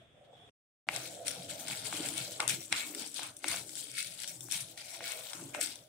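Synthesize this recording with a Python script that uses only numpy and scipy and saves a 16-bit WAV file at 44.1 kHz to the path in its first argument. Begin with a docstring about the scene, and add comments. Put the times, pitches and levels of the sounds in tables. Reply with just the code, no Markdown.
"""Stirring seeds in an iron pan

A wooden spatula stirs lentils, peppercorns and cumin in an iron pan, close by and a little to the left.
Dense random impacts excite the resonances of bowl and iron; larger single impacts are flung seeds and blade knocks.
Stick-slip of the dragging blade shakes the pan's low modes, and single bumps shake the bowl.
Shaped noise makes a quiet kitchen with a burner whistle, heard alone first; a brief silence precedes the stirring."""
import sys
import numpy as np
from scipy import signal
from scipy.fft import rfft, irfft
from scipy.io import wavfile
from scipy.ndimage import uniform_filter1d

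SR = 44100
rng = np.random.default_rng(int(sys.argv[2]) if len(sys.argv) > 2 else 0)


def file_out(sig):
    """Save sig as 16-bit WAV at sys.argv[1]."""
    # one column per channel
    cols = np.atleast_2d(sig).T
    # limit, then scale
    lim = np.clip(cols, -1, 1)
    pcm = np.round(lim * 32767).astype(np.int16)
    wavfile.write(sys.argv[1], SR, pcm)


N = 259551
MUTE_START_S, MUTE_END_S = 0.509, 0.868

# tosses of the heap: fullest_s, swell_s and settle_s (nominal time per 20 dB, steeper further down), cumin_db,
# lentil_db, pepper_db, rasp_db (each relative to cumin), left_minus_right_db
TOSSES = [(0.937, 0.062, 0.41, -43, -3.5, -6.5, -7, 6), (1.27, 0.035, 0.36, -42.5, -2, -5.5, -17.5, 7.5),
          (1.501, 0.031, 0.47, -46.5, -1.5, -7, -7.5, 8), (1.607, 0.043, 0.043, -43, -11, -12, -14, 9.5),
          (1.721, 0.16, 0.25, -44, -0.5, -1, -8.5, 7), (1.87, 0.055, 0.097, -39.5, -2.5, -8, -24, 11),
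          (1.966, 0.22, 0.31, -44.5, -1.5, -5, -2.5, 8), (2.062, 0.074, 0.09, -40, -4, -2, -14, 6.5),
          (2.182, 0.22, 0.15, -43, -2.5, -8.5, -9.5, 9), (2.254, 0.17, 0.39, -47.5, -3.5, -7.5, -22, 5.5),
          (2.4, 0.0063, 0.18, -46, -3, 1, 6, 8), (2.487, 0.0055, 0.21, -35, -1, -4.5, -31, 6.5),
          (2.725, 0.023, 0.28, -43.5, 3, 5, -1.5, -2), (2.87, 0.86, 0.66, -47, -9, -17, -22, 8.5),
          (2.951, 0.026, 0.15, -50, -7, -18, -15, 11), (3.036, 0.19, 0.096, -45.5, 0.5, -6.5, -8.5, 8.5),
          (3.18, 0.076, 0.15, -44.5, 1, -13, -14, 13.5), (3.235, 0.12, 0.14, -44.5, -1, -2, -2.5, 5),
          (3.366, 0.0073, 0.069, -54, -29, -26, -32.0, 7), (3.508, 0.11, 0.19, -39, -1.5, -1, -8, 9),
          (3.701, 0.2, 0.51, -46.5, -6, -23, -26, 9), (3.765, 0.028, 0.34, -46.5, -2.5, -20, -20, 8.5),
          (3.993, 0.18, 0.4, -46, -1, -1.5, -31.5, 9), (4.232, 0.16, 0.14, -46, 1, -10, -13.5, 9.5),
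          (4.283, 0.018, 0.21, -44, -13, -11, -24, 7.5), (4.412, 0.031, 0.78, -51, -27, -32, -17, 9),
          (4.534, 0.049, 0.23, -38, -1, -5.5, -14, 8), (4.773, 0.0076, 0.93, -54.5, 0.5, -1.5, -25, 7),
          (4.951, 0.27, 0.049, -48, -7, -4.5, -9.5, 10), (5.118, 0.2, 0.12, -43, -1.5, 0.5, -10, 9.5),
          (5.192, 0.13, 0.52, -49, -2.5, -6, -9, 9), (5.347, 0.14, 0.35, -47, -13, -10, -5, 7.5),
          (5.548, 0.022, 0.28, -50.5, -20, 6.5, 2, 9), (5.609, 0.015, 0.23, -38.5, -1, -6.5, -30, 9)]
# broad resonances of bowl and microphone, lower and upper set: centre_hz, width_hz, level_db
HEAVY = [(1460, 200, -8), (2150, 260, -2), (2420, 380, -6), (2650, 350, -5), (3250, 700, -7),
         (3700, 700, -9), (4050, 450, -8), (4800, 600, -6.5)]
FINE = [(5660, 540, -3), (6320, 510, -4.5), (7560, 600, 0.5), (8200, 960, -1.5), (9040, 460, 1.5),
        (10030, 960, -7), (10900, 840, -11), (12200, 3700, -19.5), (14330, 1700, -8)]
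# woody resonances of the blade: centre_hz, width_hz, level_db
WOOD = [(805, 210, 3), (1094, 340, 0.5), (1475, 380, 1.5)]
# modes of the iron: mode_hz, level_db, t60_s
IRON = [(684, -13, .15), (1404, -10, .07), (1890, -5, .05), (2112, -1, .09), (2190, -4, .08),
        (2240, 0, .15), (2418, -2, .12), (2500, -5, .09), (2590, -1, .16), (2680, -5, .09), (2786, -8, .1),
        (3950, -8, .06)]
# high, quickly damped modes of the iron that small seeds ring: mode_hz, level_db, t60_s
GLINT = [(3283, -23, 0.13), (3492, -11, 0.054), (3660, -1.5, 0.042), (4760, -15, 0.021), (5030, -15, 0.026),
         (5584, -1, 0.035), (7130, -12, 0.03), (7470, -4.5, 0.036), (7800, -1, 0.035), (8440, -2, 0.035),
         (9150, 2, 0.041), (9400, -4, 0.037), (9630, -7, 0.04), (10050, -7, 0.035)]
# low modes of the pan wall, then of the bowl: centre_hz, width_hz, level_db
WALL = [(495, 35, -5), (582, 35, -1), (640, 35, -2), (684, 25, -1), (760, 90, -10)]
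BOWL = [(277.5, 92, -5.5), (320.4, 46, -0.5), (425, 24, -11)]
# opening background: time_s, kitchen_db, wall_hum_db
OPENING = [(0.0, -65, -75), (0.024, -65, -66), (0.1, -64, -78), (0.168, -65.5, -65), (0.338, -65.5, -56.5),
           (0.37, -62.5, -65), (0.464, -60, -64.5), (0.496, -58, -68), (0.502, -84, -90)]


def seeds():
    """Granular impact noise: cumin hisses high, lentils rattle lower, peppercorns lowest; all stir iron modes."""
    *_, lentil_db, pepper_db, _, _ = np.transpose(TOSSES)[..., None]
    glint_db, clump_db, clumps_per_s = -10, 2.0, 45
    cumin = rattle(FINE, GLINT[5:], glint_db, count=40000)
    lentils = rattle(HEAVY[4:], GLINT[:5], glint_db, count=24000)
    pepper = rattle(HEAVY[:4], IRON, -5, count=16000)
    # the heaviest come to rest sooner; low sounds diffract, so they differ less between left and right
    heap = tossed(0, speed=0.94, sideways=0.85) * cumin
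    heap = heap + tossed(lentil_db, speed=1, sideways=0.6) * lentils
    heap = heap + tossed(pepper_db, speed=1.58, sideways=0.083) * pepper
    clumps = undb(clump_db * walk(clumps_per_s))
    return light(clumps * heap)


def ticks():
    """Repeated impact: a flung seed lands and chatters for an instant, exciting the iron at each contact."""
    # single seeds: time_s, peak_db, bright_db (relative), left_minus_right_db
    landings = [(0.961, -34, 9, 11.5), (1.28, -34.5, 12, 20.5), (1.3066, -40.5, 3, 18),
                (1.312, -40.5, 11, 14), (1.4974, -51, 13, 7), (1.5977, -54, 8, 6), (1.671, -42, 5, 11),
                (1.681, -36, 10, 8), (1.7083, -37, 0, 15), (1.849, -48, 13, 6), (1.9295, -44, 16, 6),
                (1.9486, -45, 14.5, 5), (1.967, -40, 14, 8), (2.029, -46, 12, 8), (2.086, -42, 15, 11),
                (2.104, -47, 13, 6), (2.137, -43, 11, 8), (2.161, -45, 12, 8), (2.1772, -42.5, 15, 13),
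                (2.338, -58, 21, 11), (2.4771, -30.5, 16, 16.5), (2.4863, -36, 11, 9), (2.494, -35, 14, 16),
                (2.501, -39, 15, 11), (2.507, -41, 12, 10), (2.519, -43, 1, 10), (2.5194, -49, 13, 6),
                (2.544, -40, 7.5, 5), (2.9475, -36.5, 10, 4), (3.0197, -40, 9, 7), (3.142, -53.5, 20.5, 10),
                (3.181, -54, 9, 8), (3.2309, -45, 17, 14.5), (3.366, -59.5, 24, 7), (3.48, -42, 19, 14),
                (3.482, -38.5, 13.5, 16), (3.496, -43, 8, 9), (3.532, -40, 13, 9), (3.56, -44, 16, 8),
                (3.691, -48, 13, 10), (3.753, -52, 20, 15), (3.771, -48, 10, 5), (3.914, -48, 12, 7),
                (3.9383, -45, 7, 11), (3.979, -38, 4, 11), (3.984, -49, 2, 5), (4.002, -43, 16.5, 9),
                (4.026, -36.5, 7.5, 12), (4.045, -38, 2, 6), (4.08, -50, -3, 5), (4.2002, -49, 16, 14),
                (4.217, -43, 2, 5), (4.233, -43, 13.5, 16), (4.242, -29.5, -18, 4),
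                (4.2752, -42.5, 17.5, 6), (4.307, -47, 5, 10), (4.406, -64.5, 29, 16), (4.474, -62, 21, 10),
                (4.5117, -48.5, 26.5, 16), (4.5205, -43, 18.5, 17), (4.554, -41, -10, 15),
                (4.7752, -43, 12.5, 5.5), (4.811, -48, -11, -1), (5.026, -47, 9, 3), (5.039, -34.5, 0, 8),
                (5.107, -48, 14, 8), (5.118, -36.5, 5.5, 12), (5.6113, -30, 7, 17), (5.625, -51, 8, 7),
                (5.671, -40.5, 1.5, 21), (5.7553, -52, 15, 9)]
    s, db, bright_db, pan_db = np.transpose(landings)
    gain = panned(db, pan_db)
    low, bright = (strikes(s, size, lag_s=.00008, count=6, spread_s=.001, chatter=.55)
                   for size in (gain, gain * undb(bright_db)))
    low_part = body(low, HEAVY) / peak_of(HEAVY)
    glint = undb(-41) * ring(bright, GLINT)
    bright_part = (body(bright, FINE) + glint) / peak_of(FINE)
    return light(soft(low_part + bright_part))


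def knocks():
    """Impact excitation: wood clacks on iron, then the blade skids on and keeps the iron modes ringing."""
    # blade knocks: time_s, peak_db, woody_db, bright_db, ring_db (each relative), left_minus_right_db
    blows = [(0.887, -20.5, -1, -8, -30.5, 7), (1.926, -39, 12.5, -3, -40, 0),
             (2.402, -24.5, -2, 10, -25, 6), (2.725, -19.5, -8, 6, -26.5, 8.5),
             (3.192, -43, 12.5, 1, -34, 4), (3.442, -27, 1, 1, -26.5, 5.5), (3.541, -40, 9.5, -10, -36, 2),
             (4.485, -59, 16, -8, -38, 3), (5.0056, -44.5, 11.5, -7, -11.5, 2),
             (5.332, -45, 7, 19, -34, 10), (5.547, -34.5, 8, 2, -18.5, 5)]
    # resonances of body, then bright edge: centre_hz, width_hz, level_db
    clack_peaks = [(2150, 190, 0), (2430, 200, -4), (2620, 220, -5), (2950, 300, -12)]
    edge_peaks = [(3250, 450, -6), (3680, 300, -2), (3980, 200, 0), (5650, 220, -3), (7750, 300, -3),
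                  (9000, 700, -5)]
    s, db, low_db, bright_db, ring_db, pan_db = np.transpose(blows)
    gain = panned(db, pan_db)
    clack = 0
    for part_db, peaks in ((0, clack_peaks), (low_db, WOOD), (bright_db, edge_peaks)):
        contacts = strikes(s, gain * undb(part_db), lag_s=.00004, count=3, spread_s=0.00143, chatter=0.16)
        clack = clack + body(contacts, peaks) / peak_of(peaks)
    skid = strikes(s, gain * undb(ring_db), lag_s=.0001, count=200, spread_s=.065, chatter=.22)
    return soft(clack) + ring(skid, IRON)


def drag():
    """Stick-slip friction: the blade shakes the low modes; the deeper they are, the more alike at both ports."""
    # low modes under the blade: time_s, wall_ring_db, bowl_thrum_db, stove_rumble_db
    low_levels = [(0.89, -60.5, -65, -61), (0.93, -50.5, -58, -57.5), (1.11, -50.5, -60, -58.5),
                  (1.89, -55, -57.5, -54.5), (2.0, -51.5, -46, -49.5), (2.36, -55.5, -66.5, -61),
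                  (2.42, -49.5, -56, -61), (2.53, -55, -58, -49), (2.7, -72, -65, -63),
                  (2.73, -81, -52, -53), (2.81, -63, -61.5, -81), (2.98, -59.5, -48.5, -66),
                  (3.1, -82, -62, -83), (3.2, -56, -58.5, -66), (3.27, -60, -60, -52),
                  (3.41, -69, -75, -82), (3.45, -53, -52, -75), (3.5, -59, -55.5, -53),
                  (3.55, -48.5, -55, -53), (3.64, -63, -58.5, -57.5), (3.89, -68.5, -67.5, -73),
                  (4.59, -63, -68, -56), (4.95, -60.5, -68, -73), (5.02, -52.5, -62, -59),
                  (5.1, -58.5, -76, -76), (5.17, -52, -71, -63), (5.3, -65, -74, -71),
                  (5.44, -63, -53, -52.5), (5.49, -69, -58.5, -54), (5.59, -45, -48.5, -66),
                  (5.65, -69, -54, -73), (5.88, -62, -78, -69)]
    # modes of the pan on its stove: centre_hz, width_hz, level_db
    stove_peaks = [(102, 14, -7), (125, 11, 0), (175, 28, -6)]
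    wall_db, bowl_db, stove_db = columns(low_levels)
    wall = panned(wall_db, -2.5) * slips(WALL, apart=.6)
    bowl = panned(bowl_db, 0) * slips(BOWL, apart=.33)
    stove = panned(stove_db, 0) * slips(stove_peaks, apart=.19)
    return wall + bowl + stove


def rasp():
    """Stick-slip friction again, here exciting the woody resonances of the blade with every toss."""
    *_, rasp_db, _ = np.transpose(TOSSES)[..., None]
    return tossed(rasp_db, speed=0.99, sideways=0) * slips(WOOD, apart=1.0)


def bumps():
    """Impulse response of the bowl: dull bumps of the pan on its stand, alike at both ports."""
    # single bumps: time_s, peak_db
    thuds = [(1.938, -41), (1.9988, -32), (2.897, -44), (2.961, -47), (5.347, -51), (5.422, -41.5),
             (5.594, -56), (5.689, -55)]
    s, db = np.transpose(thuds)
    return body(strikes(s, undb([db, db]), lag_s=0), BOWL) / peak_of(BOWL)


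def burner(first):
    """Noise-driven resonance: a thin whistle of the burner, with a treble hiss at first."""
    # level before stirring: time_s, whistle_db, treble_db
    flame_levels = [(0.0, -63, -90), (0.03, -68, -96), (0.12, -75, -89), (0.2, -103, -83), (0.25, -69, -83),
                    (0.28, -79, -88), (0.34, -68, -76), (0.4, -63, -79), (0.49, -62, -79),
                    (0.502, -95, -86)]
    # whistle resonances: centre_hz, width_hz, level_db
    whine_peaks = [(3320, 190, -2), (3400, 70, 2), (3670, 140, -9)]
    whine_db, treble_db = columns(flame_levels)
    whine = unit(body(rng.standard_normal((2, N)), whine_peaks, patchy_db=4.5, rate=25))
    treble = unit(body(rng.standard_normal((2, N)), HEAVY[7:] + FINE[:5], patchy_db=3, rate=25))
    later_db = -78
    return undb(np.where(first, whine_db, later_db)) * whine + first * undb(treble_db) * treble


def hush(first):
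    """Diffuse-field noise: the room's spectrum, with ports more alike at low frequency."""
    # relative noise spectrum: point_hz, density_db (per Hz)
    spectrum = [(24, -65), (40, -6.5), (96, -3.5), (114, 3.5), (202, -9), (350, -9), (535, -8), (653, -24),
                (859, -22), (1190, -18.5), (1310, -18.5), (2990, -19.5), (3470, -10.5), (4130, -38),
                (9000, -32.5), (11000, -50), (15500, -44)]
    hz = np.maximum(np.fft.rfftfreq(N, 1 / SR), 1)
    points = np.array(spectrum)
    gain = undb(np.interp(np.log(hz), np.log(points[:, 0]), points[:, 1]))
    mid, side = rfft(rng.standard_normal((2, N)))
    side = side * np.clip(hz / 750, .25, 1)
    noise = unit(irfft(gain * np.array([mid + side, mid - side]), N))
    opening_db, _ = columns(OPENING)
    later_db = -68.5
    return undb(np.where(first, opening_db, later_db)) * noise * undb(1.2 * walk(30))


def kitchen():
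    """Superposition of room hush and burner; at first the flame also hums in the modes of the pan wall."""
    first = np.arange(N) < MUTE_END_S * SR
    _, hum_db = columns(OPENING)
    hum = first * undb(hum_db) * slips(WALL, apart=0.6)
    return hush(first) + burner(first) + hum


def rattle(peaks, modes, ring_db, count):
    """Superposed random impacts: one kind of seed tumbling over the iron."""
    hits = swarm(count=count, scatter_db=2, lag_s=.00012)
    clatter = unit(body(hits, peaks, patchy_db=3, rate=9, mottled=True))
    ringing = unit(ring(hits, modes, patchy_db=4.5))
    return unit(clatter + undb(ring_db) * ringing)


def tossed(relative_db, speed, sideways):
    """Energy addition of incoherent sources: every toss swells, then settles, at both ports."""
    t = np.arange(0, N, 32) / SR
    s, swell, settle, db, *_, pan_db = np.transpose(TOSSES)[..., None]
    fall_db = 20 * np.where(t < s, (s - t) / swell, (t - s) * speed / settle)
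    rest_db = 38  # this nominal fall is doubled
    fall_db = fall_db * (1 + fall_db / rest_db)
    power = panned(db + relative_db, sideways * pan_db) ** 2 * undb(-2 * fall_db)
    gain = np.sqrt(np.sum(power, axis=1))
    return np.array([np.interp(np.arange(N) / SR, t, port) for port in gain])


def slips(peaks, apart):
    """Stick-slip relaxation: random jolts drive resonances; apart 0 = alike at both ports."""
    side = apart * swarm(count=6000, scatter_db=0.5, lag_s=0) * np.array([[1], [-1]])
    mid = swarm(count=6000, scatter_db=2.0, lag_s=0)
    return unit(body(mid + side, peaks, patchy_db=3, rate=12))


def swarm(count, scatter_db, lag_s):
    """Shot noise: many small impacts at random moments, a few bigger than the rest."""
    moment, rank, sign = rng.random((count, 3)).T
    size_db = np.minimum(-scatter_db * np.log(1 - rank), 15)
    size = undb(size_db) * np.sign(sign - .5)
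    return strikes(moment * N / SR, (size, size), lag_s)


def strikes(times, sizes, lag_s, count=1, spread_s=0.00103, chatter=0.25):
    """Impulsive contact with weaker rebounds, each reaching the right port a little earlier or later."""
    contact_s = .001
    out = np.zeros((2, N))
    chance = rng.standard_normal((len(times), count, 3))
    minor = np.arange(count) > 0
    delay = contact_s + spread_s * np.abs(chance[..., 0]) * minor
    share = np.where(minor, chatter * chance[..., 1], 1)
    for port in range(2):
        t = times[:, None] + delay + port * lag_s * chance[..., 2]
        index = np.clip((t * SR).astype(int), 0, N - 1)
        np.add.at(out[port], index, sizes[port][:, None] * share)
    return out


def body(x, peaks, patchy_db=0, rate=20, mottled=False):
    """Modal superposition, neighbours in opposite phase; patchy: each swells alone as the contact wanders.

    Mottled: each resonance is stirred with a new random strength and sign every 64 samples."""
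    out = 0
    for k, (hz, width, db) in enumerate(peaks):
        push = x * undb(patchy_db * walk(rate)) if patchy_db else x
        if mottled:
            push = push * np.repeat(rng.standard_normal(N // 64 + 1), 64)[:N]
        resonance = signal.lfilter(*signal.iirpeak(hz, hz / width, fs=SR), push)
        out = out + (-1) ** k * undb(db) * resonance
    return out


def ring(x, modes, patchy_db=0, rate=8):
    """Damped modal vibration of the iron; patchy: each mode is stirred more or less as the seeds move on."""
    out = 0
    for hz, db, t60 in modes:
        pole = np.exp(2j * np.pi * hz / SR - np.log(1000) / (t60 * SR))
        push = x * undb(patchy_db * walk(rate)) if patchy_db else x
        mode = signal.lfilter([0, pole.imag], [1, -2 * pole.real, abs(pole) ** 2], push)
        out = out + undb(db) * mode
    return out


def echoes(x, wet_db, t60):
    """Exponential decay of scattered sound in the bowl and off the worktop, different at each port."""
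    t = np.arange(int(t60 * SR)) / SR
    tail = rng.standard_normal((2, len(t))) * np.exp(-np.log(1000) * t / t60)
    tail = tail / np.sqrt(np.sum(tail ** 2, axis=1, keepdims=True))
    wet = signal.fftconvolve(x, tail, axes=1)[:, :N]
    return x + undb(wet_db) * wet


def soft(x):
    """Finite contact time: no blow is infinitely short, so its treble is dulled."""
    return signal.sosfilt(signal.butter(2, 10600, fs=SR, output="sos"), x)


def light(x):
    """Small impact momentum: light seeds cannot move the low modes."""
    return signal.sosfilt(signal.butter(8, 1290, "high", fs=SR, output="sos"), x)


def walk(rate):
    """Random modulation: levels drawn every 1 / rate s and joined by slopes, with spread near 1."""
    k = int(SR / rate)
    steps = np.repeat(rng.standard_normal(N // k + 1), k)
    return 1.2 * uniform_filter1d(steps, k)[:N]


def peak_of(peaks):
    """Impulse response peak of a set of resonances."""
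    return np.abs(body(np.eye(1, 2048)[0], peaks)).max()


def panned(db, pan_db):
    """Interaural-style level difference: left and right gains around a mid level."""
    return undb(np.array([db + pan_db / 2, db - pan_db / 2]))


def columns(table):
    """Linear interpolation of each table column over time, one value a sample."""
    s, *rest = np.transpose(table)
    return [np.interp(np.arange(N) / SR, s, c) for c in rest]


def unit(x):
    """Root-mean-square normalisation to 1."""
    return x / np.sqrt(np.mean(x ** 2))


def undb(db):
    """Logarithmic level law: amplitude gain of a level in dB."""
    return 10 ** (np.asarray(db) / 20)


def scene():
    """Superposition of sources: stirring begins after the silent gap, over the kitchen."""
    stirring = np.arange(N) >= MUTE_END_S * SR
    heap = echoes(seeds(), wet_db=-6, t60=.06)
    blows = echoes(ticks() + knocks(), wet_db=-13, t60=.07)
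    return stirring * (heap + blows + drag() + rasp() + bumps()) + kitchen()


def record(dry):
    """Gating and band limiting: a moment of silence with quick fades; bass and top are cut."""
    t = np.arange(N) / SR
    fade_s, bass_hz, top_hz = 0.0018, 60, 15600
    on = np.clip(np.maximum(MUTE_START_S - t, t - MUTE_END_S) / fade_s, 0, 1)
    thin = signal.sosfilt(signal.butter(2, bass_hz, "high", fs=SR, output="sos"), dry * on)
    return signal.sosfilt(signal.ellip(8, .2, 70, top_hz, fs=SR, output="sos"), thin)


dry = scene()
out = record(dry)
file_out(out)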